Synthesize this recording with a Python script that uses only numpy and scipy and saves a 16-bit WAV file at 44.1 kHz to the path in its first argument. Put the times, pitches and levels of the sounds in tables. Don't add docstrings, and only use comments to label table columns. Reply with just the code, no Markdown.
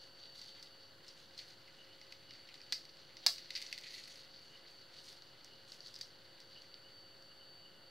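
import sys
import numpy as np
from scipy import signal
from scipy.fft import rfft, irfft, next_fast_len
from scipy.io import wavfile
from scipy.ndimage import map_coordinates

SR = 44100
rng = np.random.default_rng(int(sys.argv[2]) if len(sys.argv) > 2 else 0)


def dump(signal):
    limited = np.clip(np.atleast_2d(signal).T, -1, 1)
    pcm = np.round(limited * 32767).astype(np.int16)
    wavfile.write(sys.argv[1], SR, pcm)


N = 348390


def amp(db):
    return 10 ** (np.asarray(db) / 20)


def unit(x):
    return x / np.sqrt(np.mean(x ** 2) + 1e-20)


def along(points, hz):
    f, v = np.transpose(points)
    return np.interp(np.log(hz + 1), np.log(f + 1), v)


def curves(rows):
    times, *columns = np.transpose(rows)
    return [np.interp(np.arange(N) / SR, times, column) for column in columns]


def wobble(rate):
    knots = rng.standard_normal(int(N * rate / SR) + 4)
    return map_coordinates(knots, [np.arange(N) * rate / SR])


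def filtered(x, gain):
    m = next_fast_len(N + 8192)
    spectrum = rfft(x, m) * gain(np.fft.rfftfreq(m, 1 / SR))
    return irfft(spectrum, m)[..., :N]


def impulse(db_at, size=1024):
    log_gain = db_at(np.fft.rfftfreq(size, 1 / SR)) * np.log(10) / 20
    cepstrum = irfft(log_gain, size)
    cepstrum[1:size // 2] *= 2
    cepstrum[size // 2 + 1:] = 0
    return irfft(np.exp(rfft(cepstrum)), size)


def shelf(hz, edge_hz):
    return 1 / (1 + (edge_hz / (hz + 1)) ** 8)


def air():
    # f/Hz, relative level/dB per Hz
    air_shape = [(12, -35), (20, -13.5), (70, -19.5), (105, -5), (200, -10.5), (500, -9.5), (1150, -15),
                 (1500, -10), (2000, -15.5), (2400, -24), (2900, -11.5), (3800, -17), (4540, -10),
                 (5300, -29), (9000, -32), (16000, -33.5)]
    # f/Hz, relative level/dB per Hz
    hiss_shape = [(35, -43), (60, -6), (256, -3.5), (803, -5.5), (1010, -5), (4030, -10), (16000, -21)]
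    both, apart = rng.standard_normal((2, N))
    both = amp(-64.5) * unit(filtered(both, lambda hz: amp(along(air_shape, hz))))
    apart = amp(-72) * unit(filtered(apart, lambda hz: amp(along(hiss_shape, hz))))
    return np.array([both + apart, both - apart])


def compressor():
    # multiple of the shaft rate, level/dB rms before the wavering
    hum_tones = [(2, -87), (3, -83), (6, -86), (7, -79), (8, -86), (10, -87), (11, -74), (59, -80),
                 (85, -81), (86, -84), (91, -83), (92, -85), (94, -83), (95, -83), (96, -78)]
    # t/s, level/dB rms before the wavering
    whine_level = [(0, -61.5), (.75, -65), (1.1, -71.5), (1.9, -73.5), (2.2, -67), (3.6, -71), (4.6, -65),
                   (5.3, -69), (6.1, -69), (6.6, -66), (7, -61.5), (7.2, -65.5), (7.5, -58.5),
                   (7.75, -72.5), (7.9, -63.5)]
    shaft_hz = 49.028
    turn = 2 * np.pi * shaft_hz * np.arange(N) / SR

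    def tone(order):
        return np.sqrt(2) * np.sin(order * turn + 2 * np.pi * rng.random())

    hum = sum(amp(db + .8 * wobble(3)) * tone(order) for order, db in hum_tones)
    whine_db = curves(whine_level)[0] + 2.2 * wobble(9)
    return hum + amp(whine_db) * tone(93)


def chirps():
    # t/s of the middle, level/dB rms added to the murmur
    swells = [(1.81, -62.5), (1.92, -65), (2.3, -65), (4.55, -62.5), (5.53, -71), (6.58, -61), (6.87, -67),
              (7.32, -69), (7.42, -66.5), (7.66, -67)]
    t = np.arange(N) / SR
    murmur_db = -80 + 3 * wobble(14)
    level = amp(murmur_db) + sum(amp(db) * np.exp(-((t - s) / 0.026) ** 2) for s, db in swells)
    band = filtered(rng.standard_normal(N), lambda hz: 1 / (1 + ((hz - 2930) / 90) ** 2))
    return level * unit(band)


def ringing(hz):
    # f/Hz, half width/Hz, lift/dB
    modes = [(2018, 100, 9), (5873, 45, 8), (6560, 130, 4.5), (9470, 340, 1.5), (11700, 210, 1)]
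    return sum(db / (1 + ((hz - centre) / width) ** 2) for centre, width, db in modes)


def strokes():
    # t/s, level/dB
    grip = [(0, -72), (.8, -68.5), (1.3, -68.5), (1.85, -63.5), (2.3, -67.5), (3.0, -64.5), (4.25, -64.5),
            (5.2, -66.5), (5.6, -67.5), (6.4, -68), (6.9, -70.5), (7.9, -74)]
    # start t/s, length/s, level/dB, treble/dB, body/dB (the last two relative)
    finger_strokes = [(0, 0.046, -62.5, -2, -18), (0.19, 0.066, -61, -6, -9), (0.362, 0.13, -56, 1, -9),
                      (0.566, 0.1, -62.5, 0, -2), (1.057, .04, -63.5, 5, 1), (1.178, 0.026, -60, 4, -4),
                      (1.326, .03, -60.5, -11, -4), (1.38, 0.032, -59, 4.5, -3), (1.475, 0.023, -68, 11, 6),
                      (2.103, 0.04, -66, -2, 4), (2.34, 0.36, -67, 3.5, 5.5),
                      (3.224, 0.26, -57.5, -4, -0.5), (3.55, 0.15, -55, 5.5, 4.5),
                      (3.845, 0.14, -54.5, 5, 3.5), (3.96, 0.073, -57.5, 7, -6),
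                      (4.072, 0.11, -59.5, 8, 4.5), (4.42, 0.091, -74, 13, 4), (4.684, 0.03, -65.5, 5, -3),
                      (4.945, 0.066, -59, 4, -5), (5.043, 0.03, -65.5, 13, -3),
                      (5.083, 0.027, -57.5, 5.5, -9), (5.687, 0.06, -62.5, 7.5, -3),
                      (5.833, 0.054, -60, 4, -7), (5.934, .12, -65, 5, -3), (6.5, 0.11, -63, -3, 0)]
    grip_body_db, grip_treble_db = 1.5, -4
    rise, sag, fall = 450, 10.5, 230
    t = np.arange(N) / SR
    gains = amp(curves(grip)[0] + np.array([[grip_body_db], [0], [grip_treble_db]]))
    for s, length, db, treble_db, body_db in finger_strokes:
        loss_db = rise * np.maximum(s - t, 0)
        loss_db += sag * np.clip(t - s, 0, length)
        loss_db += fall * np.maximum(t - s - length, 0)
        stroke = amp(db - loss_db) * amp([[body_db], [0], [treble_db]])
        gains = np.hypot(gains, stroke)
    return gains


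def rubbing(per_second=2000, spread_db=3.8):
    # f/Hz, relative level/dB per Hz
    grit_shape = [(900, -47.5), (1700, -20.5), (2100, -18.5), (3700, -8), (4500, -0.5), (5200, -11.5),
                  (7300, -24), (10000, -31), (16000, -43)]
    edges_hz = [1500, 2800, 3900, 5200, 6300, 7400, 8800, 10500, 17000]
    body, middle, treble = strokes()
    sizes = len(edges_hz) - 1
    hit = rng.random((sizes, N), np.float32) < per_second / SR
    clumps_db = 2.4 * wobble(120) + 2.3 * np.array([wobble(25) for _ in range(sizes)])
    click_db = spread_db * rng.standard_normal((sizes, N), np.float32) + clumps_db
    clicks = hit * rng.standard_normal(N) * amp(click_db)
    colour = impulse(lambda hz: along(grit_shape, hz) + ringing(hz))
    grit = signal.fftconvolve(clicks, colour[None], axes=1)[:, :N]
    crumbs = filtered(grit, lambda hz: -np.diff([shelf(hz, edge) for edge in edges_hz], axis=0))
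    crumbs /= np.std(crumbs.sum(axis=0))
    return body * crumbs[0] + middle * crumbs[1:4].sum(axis=0) + treble * crumbs[4:].sum(axis=0)


def kitchen(x, size=SR // 4):
    # f/Hz, time to fall by 60 dB/s
    decay = [(400, 0.25), (900, 0.16), (1500, 0.19), (3400, 0.21), (4500, 0.24), (6000, 0.24),
             (12000, 0.29)]
    out = np.zeros(N + 4 * size)
    for start in range(0, N, size):
        hz, t, noise = signal.stft(rng.standard_normal(2 * size), SR, nperseg=256)
        fading = noise * amp(-60 * t / along(decay, hz)[:, None])
        tail = signal.istft(fading, SR, nperseg=256)[1]
        wet = signal.fftconvolve(x[start:start + size], tail / np.linalg.norm(tail))
        out[start + 250:][:len(wet)] += wet
    return out[:N]


def snaps(count=70):
    # t/s, peak level/dB, treble/dB, body/dB, run length/ms (at least 1 is used)
    cracks = [(0.391, -44, -14, 0, 4.3), (0.4155, -41, 6, 5, 2.6), (0.596, -48, -8, -3, 2.3),
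              (0.626, -38, 7, 4, 7), (1.0795, -42.5, -3, -24, 12.3), (1.377, -39.5, -8, -13, 5.9),
              (1.3885, -36, -4, 11, 6.5), (2.013, -42, -2, 13, 4), (2.1221, -40, -1, 14, 4),
              (2.307, -44, -8, 9, 3.9), (2.3351, -45.5, -1, 9, 3.2), (2.488, -46, -3, 29, 4),
              (2.541, -39.5, 3, 19, 4), (2.615, -40.5, -5, 7, 3.6), (2.723, -18, 1, -1, 3),
              (2.7254, -24.5, -6, 0, 7), (2.852, -43.5, 5, 10, 3.1), (2.9688, -50.5, 3, 12, 3),
              (3.168, -39, -5, 4, 4.4), (3.2634, -8, 9, 6.5, 2.79), (3.2652, -15.5, 5, 2, 3.64),
              (3.2679, -14.5, -11, -20, 3.9), (3.3804, -36.5, 1, 10.5, 6), (3.504, -32, 0.5, 13, 5),
              (3.5522, -26.5, -6, -2, 17), (3.561, -29.5, -6, 14, 9), (3.574, -35.5, 3, 17, 9.7),
              (3.616, -37, 7, 17, 4.1), (3.6225, -34, 4, 1, 4.5), (3.6622, -37, -12, -1, 4.4),
              (3.7259, -28, 5, 20, 6.25), (3.7775, -33.5, 7, 17, 2.3), (3.784, -36.5, 8, 10, 6),
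              (3.8113, -46, 10, 2, 3), (3.8447, -47, -3, 17, 3), (4.037, -40, -16, -8, 2),
              (4.055, -43, -13, -2, 2.4), (4.157, -42, -4, -3, 2), (5.127, -46, 0, -5, 2.2),
              (5.221, -42.5, -5, -13, 1.1), (5.445, -40.5, 5.5, 0, 3), (5.7186, -38.5, 2, 1, 5.4),
              (5.8044, -40.5, -4, -9, 4), (5.8608, -40, -11, 0, 4.8), (5.867, -42.5, 1, -5, 24),
              (5.94, -39, -1, -15, 4.9), (5.9543, -41, 1, -12, 4), (5.9607, -37.5, -6, -4, 4.3),
              (5.9885, -43, 6, -6, 2), (6.0107, -32, -1.5, -9, 6.9), (6.028, -51, 7, 2, 7),
              (6.402, -43.5, 0, -1, 2.7), (6.6188, -46.5, 3, 4, 1.56), (6.7411, -38.5, -45, 1, 1.24),
              (7.223, -49, 11, 3, 2.1)]
    # f/Hz, relative level/dB per Hz
    crisp_shape = [(60, -53), (220, -29), (370, -36), (700, -19), (1100, -17.5), (2000, -17), (3120, -15.5),
                   (4020, -4), (4670, 2.5), (6700, -19), (8200, -22.5), (10500, -32), (13000, -30),
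                   (16000, -33)]
    lead_s = .001
    out = np.zeros((2, N + SR))
    draws = rng.random((len(cracks), 2, count))
    for (s, db, treble_db, body_db, run_ms), (when, strength) in zip(cracks, draws):
        run_s = max(run_ms, 1) / 1000
        t = (lead_s + run_s) * when
        gathering = np.minimum(t / lead_s, 1) ** 2
        running_out = amp(-13 * np.maximum(t - lead_s, 0) / run_s)
        fractures = (1.74 * strength - .65) * gathering * running_out
        jumps = np.pad(np.bincount((t * SR).astype(int), fractures), (0, 64))
        jumps -= jumps.mean()
        jumps[round(lead_s * SR)] += max(0.054 * (db + 43.5), 0)
        thud_db = 1.77 * (db + 13.5)

        def tilt(hz):
            body = body_db * (shelf(hz, 1820) - shelf(hz, 3330))
            return treble_db * shelf(hz, 6300) + body + thud_db * (1 - shelf(hz, 1230))

        colour = impulse(lambda hz: along(crisp_shape, hz) + ringing(hz) + tilt(hz))
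        snap = np.convolve(jumps, colour)
        gain, start = amp(db) / np.abs(snap).max(), round(s * SR)
        out[0, start:][:len(snap)] += gain * snap
        out[1, start:][:len(colour)] += gain * np.linalg.norm(jumps) * colour
    return out[:, :N]


def scene():
    near, around = snaps()
    grit = rubbing()
    room = amp(-6.0) * kitchen(around + grit)
    return near + grit + room + compressor() + chirps() + air()


def record(dry):
    top_hz, offset = 15750, -.0005
    return filtered(dry, lambda hz: hz < top_hz) + offset


dry = scene()
out = record(dry)
dump(out)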